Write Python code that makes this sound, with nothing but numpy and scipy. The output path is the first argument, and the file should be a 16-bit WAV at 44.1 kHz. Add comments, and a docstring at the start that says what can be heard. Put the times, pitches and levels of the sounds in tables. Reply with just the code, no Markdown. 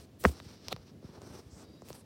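"""A quiet room, a hand-held camera phone shifted close over a mobile phone lying on bedding.
Skin and cloth rustle over soft hiss. A quarter second in, a hard bump on the case leaves a low boom;
each blow reaches the microphone treble first, bass last. Then a fingertip scrapes and lets go,
lighter bumps and clicks follow, and near the end the sliding hand whistles faintly and skin crackles."""
import sys
import numpy as np
from scipy import signal
from scipy.fft import rfft, irfft, next_fast_len
from scipy.io import wavfile
from scipy.ndimage import uniform_filter1d

SR = 44100
rng = np.random.default_rng(int(sys.argv[2]) if len(sys.argv) > 2 else 0)


def wav_out(sig):
    """Save sig, one row per channel (or a flat mono array), as 16-bit PCM at SR to the path in sys.argv[1]."""
    wavfile.write(sys.argv[1], SR, np.round(np.clip(np.atleast_2d(sig).T, -1, 1) * 32767).astype(np.int16))


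N = 90404
SIZE = next_fast_len(N + SR // 4)
FREQ = np.arange(SIZE // 2 + 1) * SR / SIZE
TIME = np.arange(N) / SR
STROKE_FADE_S, SLIPS_PER_S = 0.027, 7300

# What the case passes on of a thud. Each row: frequency in Hz, gain in dB.
CASE_RESPONSE = [(25, -46.5), (38, -30.5), (50, -11), (70, -1.5), (110, -2.5), (180, -1), (290, -5.5),
                 (440, -0.5), (570, -1), (730, -6), (850, -7), (1300, -2.5), (2500, -7.5), (16000, -7.5)]


def undb(db):
    """Decibels to gain."""
    return 10 ** (np.asarray(db) / 20)


def colour(points, unit_hz=1):
    """Gain at each frequency from (frequency, dB) points."""
    hz, db = np.array(points, float).T
    return undb(np.interp(np.log(FREQ + 1), np.log(hz * unit_hz), db))


def shaped(x, points):
    """A signal given a colour, at rms 1."""
    y = irfft(rfft(x, SIZE) * colour(points), SIZE)[:N]
    return y / np.std(y)


def wander(rate_hz):
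    """Smooth random drift with a spread of 1."""
    hold = int(SR / rate_hz)
    steps = np.repeat(rng.standard_normal(N)[:N // hold + 1], hold)
    drift = uniform_filter1d(steps, hold)[:N]
    return drift / np.std(drift)


def slips(per_s):
    """Tiny slips at random moments, rms 1."""
    ticks = (rng.random(N) < per_s / SR) * rng.standard_normal(N)
    return ticks / np.std(ticks)


def room_tone():
    """The quiet room: low rumble that wavers over steady hiss."""
    # Each row: frequency in Hz, gain in dB.
    air_colour = [(25, -46), (45, -34), (65, -4.5), (95, 3), (130, -3.5), (220, -2), (400, -8.5),
                  (600, -15.5), (1000, -26), (2000, -30.5), (4500, -32), (8000, -39.5), (16000, -43)]
    level_db, waver_db = -55.8, 2
    air = shaped(rng.standard_normal(N), air_colour)
    rumble = signal.sosfilt(signal.butter(1, 500, fs=SR, output="sos"), air)
    waver = undb(waver_db * wander(rate_hz=22))
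    return undb(level_db) * (air + rumble * (waver - 1))


def rustle():
    """Grainy strokes of skin and cloth, each a mix of dull rubbing, cloth swish and fine fizz."""
    # Each row: start and end in seconds, then rub, swish and fizz levels in dB.
    strokes = np.array([(-.02, 0.049, -65.5, -66.5, -65), (0.199, 0.237, -68, -71, -57),
                        (0.236, 0.299, -47, -58, -48.5), (0.298, 0.333, -52.5, -59.5, -57),
                        (0.339, 0.41, -59, -61.5, -69.5), (0.415, 0.476, -63.5, -63, -70),
                        (0.467, 0.557, -58.5, -59.5, -70), (0.558, .64, -73, -66.5, -85),
                        (0.635, 0.749, -59.5, -59.5, -84), (0.728, 0.841, -63.5, -69, -94),
                        (0.856, 0.911, -66, -65.5, -91), (1.029, 1.17, -58, -67, -77.5),
                        (1.149, 1.196, -53.5, -68, -76), (1.208, 1.354, -53, -67, -67),
                        (1.346, 1.406, -50.5, -61, -63.5), (1.407, 1.51, -67.5, -73, -75.5),
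                        (1.51, 1.594, -62, -76, -71.5), (1.573, 1.649, -54, -64.5, -67.5),
                        (1.64, 1.866, -75, -74.5, -85), (1.852, 1.942, -61.5, -67.5, -65),
                        (1.937, 1.969, -54, -63.5, -61.5), (1.968, 2.021, -61.5, -68, -68)])
    # The three colours of friction. Each row: frequency in Hz, gain in dB.
    rub = [(40, -24), (80, 6), (200, 2), (400, 3), (700, -5), (1250, -8), (2000, -17.5), (4000, -28),
           (16000, -41.5)]
    swish = [(500, -11), (1500, -8), (3200, -7), (4300, -1.5), (5750, -0.5), (6700, -15.5), (9000, -19),
             (11000, -26.5), (16000, -26.5)]
    fizz = [(1000, -6.5), (3000, 0), (5700, 0.5), (6800, -1.5), (8700, 4), (11000, -5.5), (13900, -5),
            (16000, -8.5)]
    grain_share, flutter_db = 0.25, 1.5
    inside_s = np.minimum(TIME - strokes[:, :1], strokes[:, 1:2] - TIME)
    gates = np.clip(.5 + inside_s / STROKE_FADE_S, 0, 1) ** 2
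    out = 0
    for db, points in zip(strokes.T[2:], (rub, swish, fizz)):
        grainy = np.sqrt(grain_share) * slips(per_s=1000)
        smooth = np.sqrt(1 - grain_share) * rng.standard_normal(N)
        envelope = np.sqrt(undb(db) ** 2 @ gates)  # overlapping strokes add in power
        out += envelope * shaped(grainy + smooth, points)
    return out * undb(flutter_db * wander(rate_hz=60.2))


def hand_whistle():
    """The sliding hand briefly excites faint, narrow friction resonances."""
    # Each row: frequency in Hz, width in Hz, level in dB.
    resonances = [(3820, 52, -74.5), (4760, 80, -74)]
    start_s, end_s = 1.63, 1.83
    gate = np.clip(np.minimum(TIME - start_s, end_s - TIME) / STROKE_FADE_S, 0, 1)
    out = 0
    for hz, width_hz, db in resonances:
        ring = signal.lfilter(*signal.iirpeak(hz, hz / width_hz, fs=SR), rng.standard_normal(N))
        out += undb(db) * ring / np.std(ring)
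    return gate * out


def thin_hiss():
    """Thin, high hiss in gliding bands, just before and after the hard bump and again later on."""
    # Each row: start and end in seconds, first and last centre in Hz, half width in Hz, level in dB.
    bands = [(0.196, 0.224, 14200, 11900, 4530, -56), (.255, .325, 14400, 14500, 3000, -62),
             (1.235, 1.405, 5500, 5750, 600, -66), (1.505, 1.634, 6060, 7280, 1700, -64.5),
             (1.88, 1.91, 14400, 14000, 1800, -72), (1.937, 2.013, 10600, 9170, 1810, -64.5)]
    fade_s = .015
    out = 0
    for start, end, first_hz, last_hz, half_width_hz, db in bands:
        gate = np.clip(.5 + np.minimum(TIME - start, end - TIME) / fade_s, 0, 1)
        centre_hz = np.interp(TIME, (start, end), (first_hz, last_hz))
        carrier = np.exp(2j * np.pi * np.cumsum(centre_hz) / SR)
        lowpass = signal.butter(4, half_width_hz, fs=SR, output="sos")
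        band = signal.sosfilt(lowpass, rng.standard_normal((2, N)))
        hiss = np.real((band[0] + 1j * band[1]) * carrier)
        out += undb(db) * gate * hiss / np.std(hiss)
    return out


def skin_crackles():
    """Skin catches on the case: bright bursts of slips that start at once and die in milliseconds."""
    # Each row: start in seconds, level in dB.
    catches = [(.238, -38), (1.877, -54), (1.886, -49), (1.891, -54), (1.898, -50.5), (1.951, -58)]
    # Each row: frequency in Hz, gain in dB.
    crackle_colour = [(500, -3.5), (5000, -1), (15000, -2)]
    decay_s = 0.0042
    envelope = sum(undb(db) * np.exp(-np.abs(TIME - at) / decay_s) * (TIME >= at) for at, db in catches)
    return envelope * shaped(slips(SLIPS_PER_S), crackle_colour)


def fingertip_scrape():
    """A fingertip sticks and slips ever harder until it lets go."""
    # Each row: frequency in Hz, gain in dB.
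    scrape_colour = [(150, -3), (400, -0.5), (680, 11), (900, -3), (1200, 4), (1750, -17), (3000, 0),
                     (4300, 0.5), (6000, -15), (16000, -21.5)]
    release_s, swell_s, level_db = .7285, 0.01, -32
    envelope = np.exp(-np.abs(TIME - release_s) / swell_s) * (TIME < release_s)
    return undb(level_db) * envelope * shaped(slips(SLIPS_PER_S), scrape_colour)


def boom():
    """The low ring left by the hardest bump, passed on by the case."""
    start_s, pitch_hz, drive_db, rise_s, t60_s = .266, 69.6, -10.5, 0.0055, 0.1
    age = np.maximum(TIME - start_s, 0)
    envelope = (1 - np.exp(-age / rise_s)) * np.exp(-np.log(1000) * age / t60_s)
    ring = -undb(drive_db) * envelope * np.sin(2 * np.pi * pitch_hz * age)
    return irfft(rfft(ring, SIZE) * colour(CASE_RESPONSE), SIZE)[:N]


def finger_blows():
    """Fingers hit the case: a thud, duller for a soft contact, plus a plastic snap for a sharp one."""
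    # Sharp clicks. Each row: time in seconds, thud drive in dB, contact corner in Hz,
    # snap drive in dB, snap resonance in Hz.
    clicks = [(0.2403, -1, 1680, -15, 4600), (0.2513, 23.5, 1755, -18, 4500), (.2557, 25.5, 490, -12, 5630),
              (0.401, -9, 1310, -18.5, 3600), (0.6838, -3.5, 900, -6, 4900), (0.7276, 3, 680, -3.5, 3500),
              (0.7635, -7, 1160, -21, 4400), (1.218, -9, 850, -28.5, 6100),
              (1.8203, -2.5, 725, -33.5, 6600), (1.9036, 2, 730, -23.5, 4400),
              (1.9298, -19, 1300, -20.5, 5600)]
    # Soft bumps of the hand. Each row: time in seconds, thud drive in dB, contact corner in Hz.
    bumps = [(0.2377, 5.5, 630), (0.2458, 19, 565), (0.2936, 6, 450), (0.4023, -0.5, 330), (0.4566, 2, 255),
             (.666, 6, 130), (0.7253, -3.5, 1000), (0.7347, 9, 224), (0.781, 10, 65.8), (1.0282, -3.5, 520),
             (1.041, 7, 290), (1.088, 1, 260), (1.172, 0.5, 334), (1.295, 5, 190), (1.453, 8.5, 101),
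             (1.521, 8, 94)]
    # The snap's colour. Each row: frequency as a multiple of the resonance, gain in dB.
    snap_colour = [(.07, -23), (.3, -19.5), (.55, -3.5), (.85, -1.5), (1.1, 3.5), (1.4, -11.5), (1.8, -18),
                   (3.2, -21), (4.8, -28)]
    contact_order = 3.4
    bass_lag_s, lag_knee_hz, lag_slope = 0.02996, 111.15, 1.689
    buzz_db, buzz_decay_s, buzz_above_hz = -5.5, .005, 1310
    case = colour(CASE_RESPONSE)
    thuds = snaps = 0
    for at, thud_db, corner_hz, *snap in clicks + bumps:
        impulse = np.exp(-2j * np.pi * FREQ * at)
        contact = 1 / np.sqrt(1 + (FREQ / corner_hz) ** (2 * contact_order))
        thuds += undb(thud_db) * contact * case * impulse
        if snap:
            snap_db, snap_hz = snap
            snaps += undb(snap_db) * colour(snap_colour, snap_hz) * impulse
    # The bass reaches the microphone last; the lag shrinks above the knee.
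    lag_s = bass_lag_s / (1 + (FREQ / lag_knee_hz) ** lag_slope)
    dispersion = np.exp(-2j * np.pi * np.cumsum(lag_s) * FREQ[1])
    # The case buzzes briefly after each blow.
    burst = rng.standard_normal(N) * np.exp(-TIME / buzz_decay_s)
    highpass = FREQ / np.hypot(FREQ, buzz_above_hz)
    buzz = undb(buzz_db) * rfft(burst / np.linalg.norm(burst), SIZE) * highpass
    blows = thuds * (1 + buzz) + snaps * (1 + buzz / 2)
    return irfft(dispersion * blows, SIZE)[:N]


def scene():
    """Handling noise and room tone at one close microphone."""
    contacts = finger_blows() + boom() + fingertip_scrape()
    return (contacts + rustle() + room_tone() + hand_whistle() + thin_hiss() + skin_crackles())[None]


def record(dry):
    """The camera phone cuts the treble steeply above 16 kHz."""
    return signal.sosfilt(signal.ellip(10, .1, 70, 16000, fs=SR, output="sos"), dry)


dry = scene()
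out = record(dry)
wav_out(out)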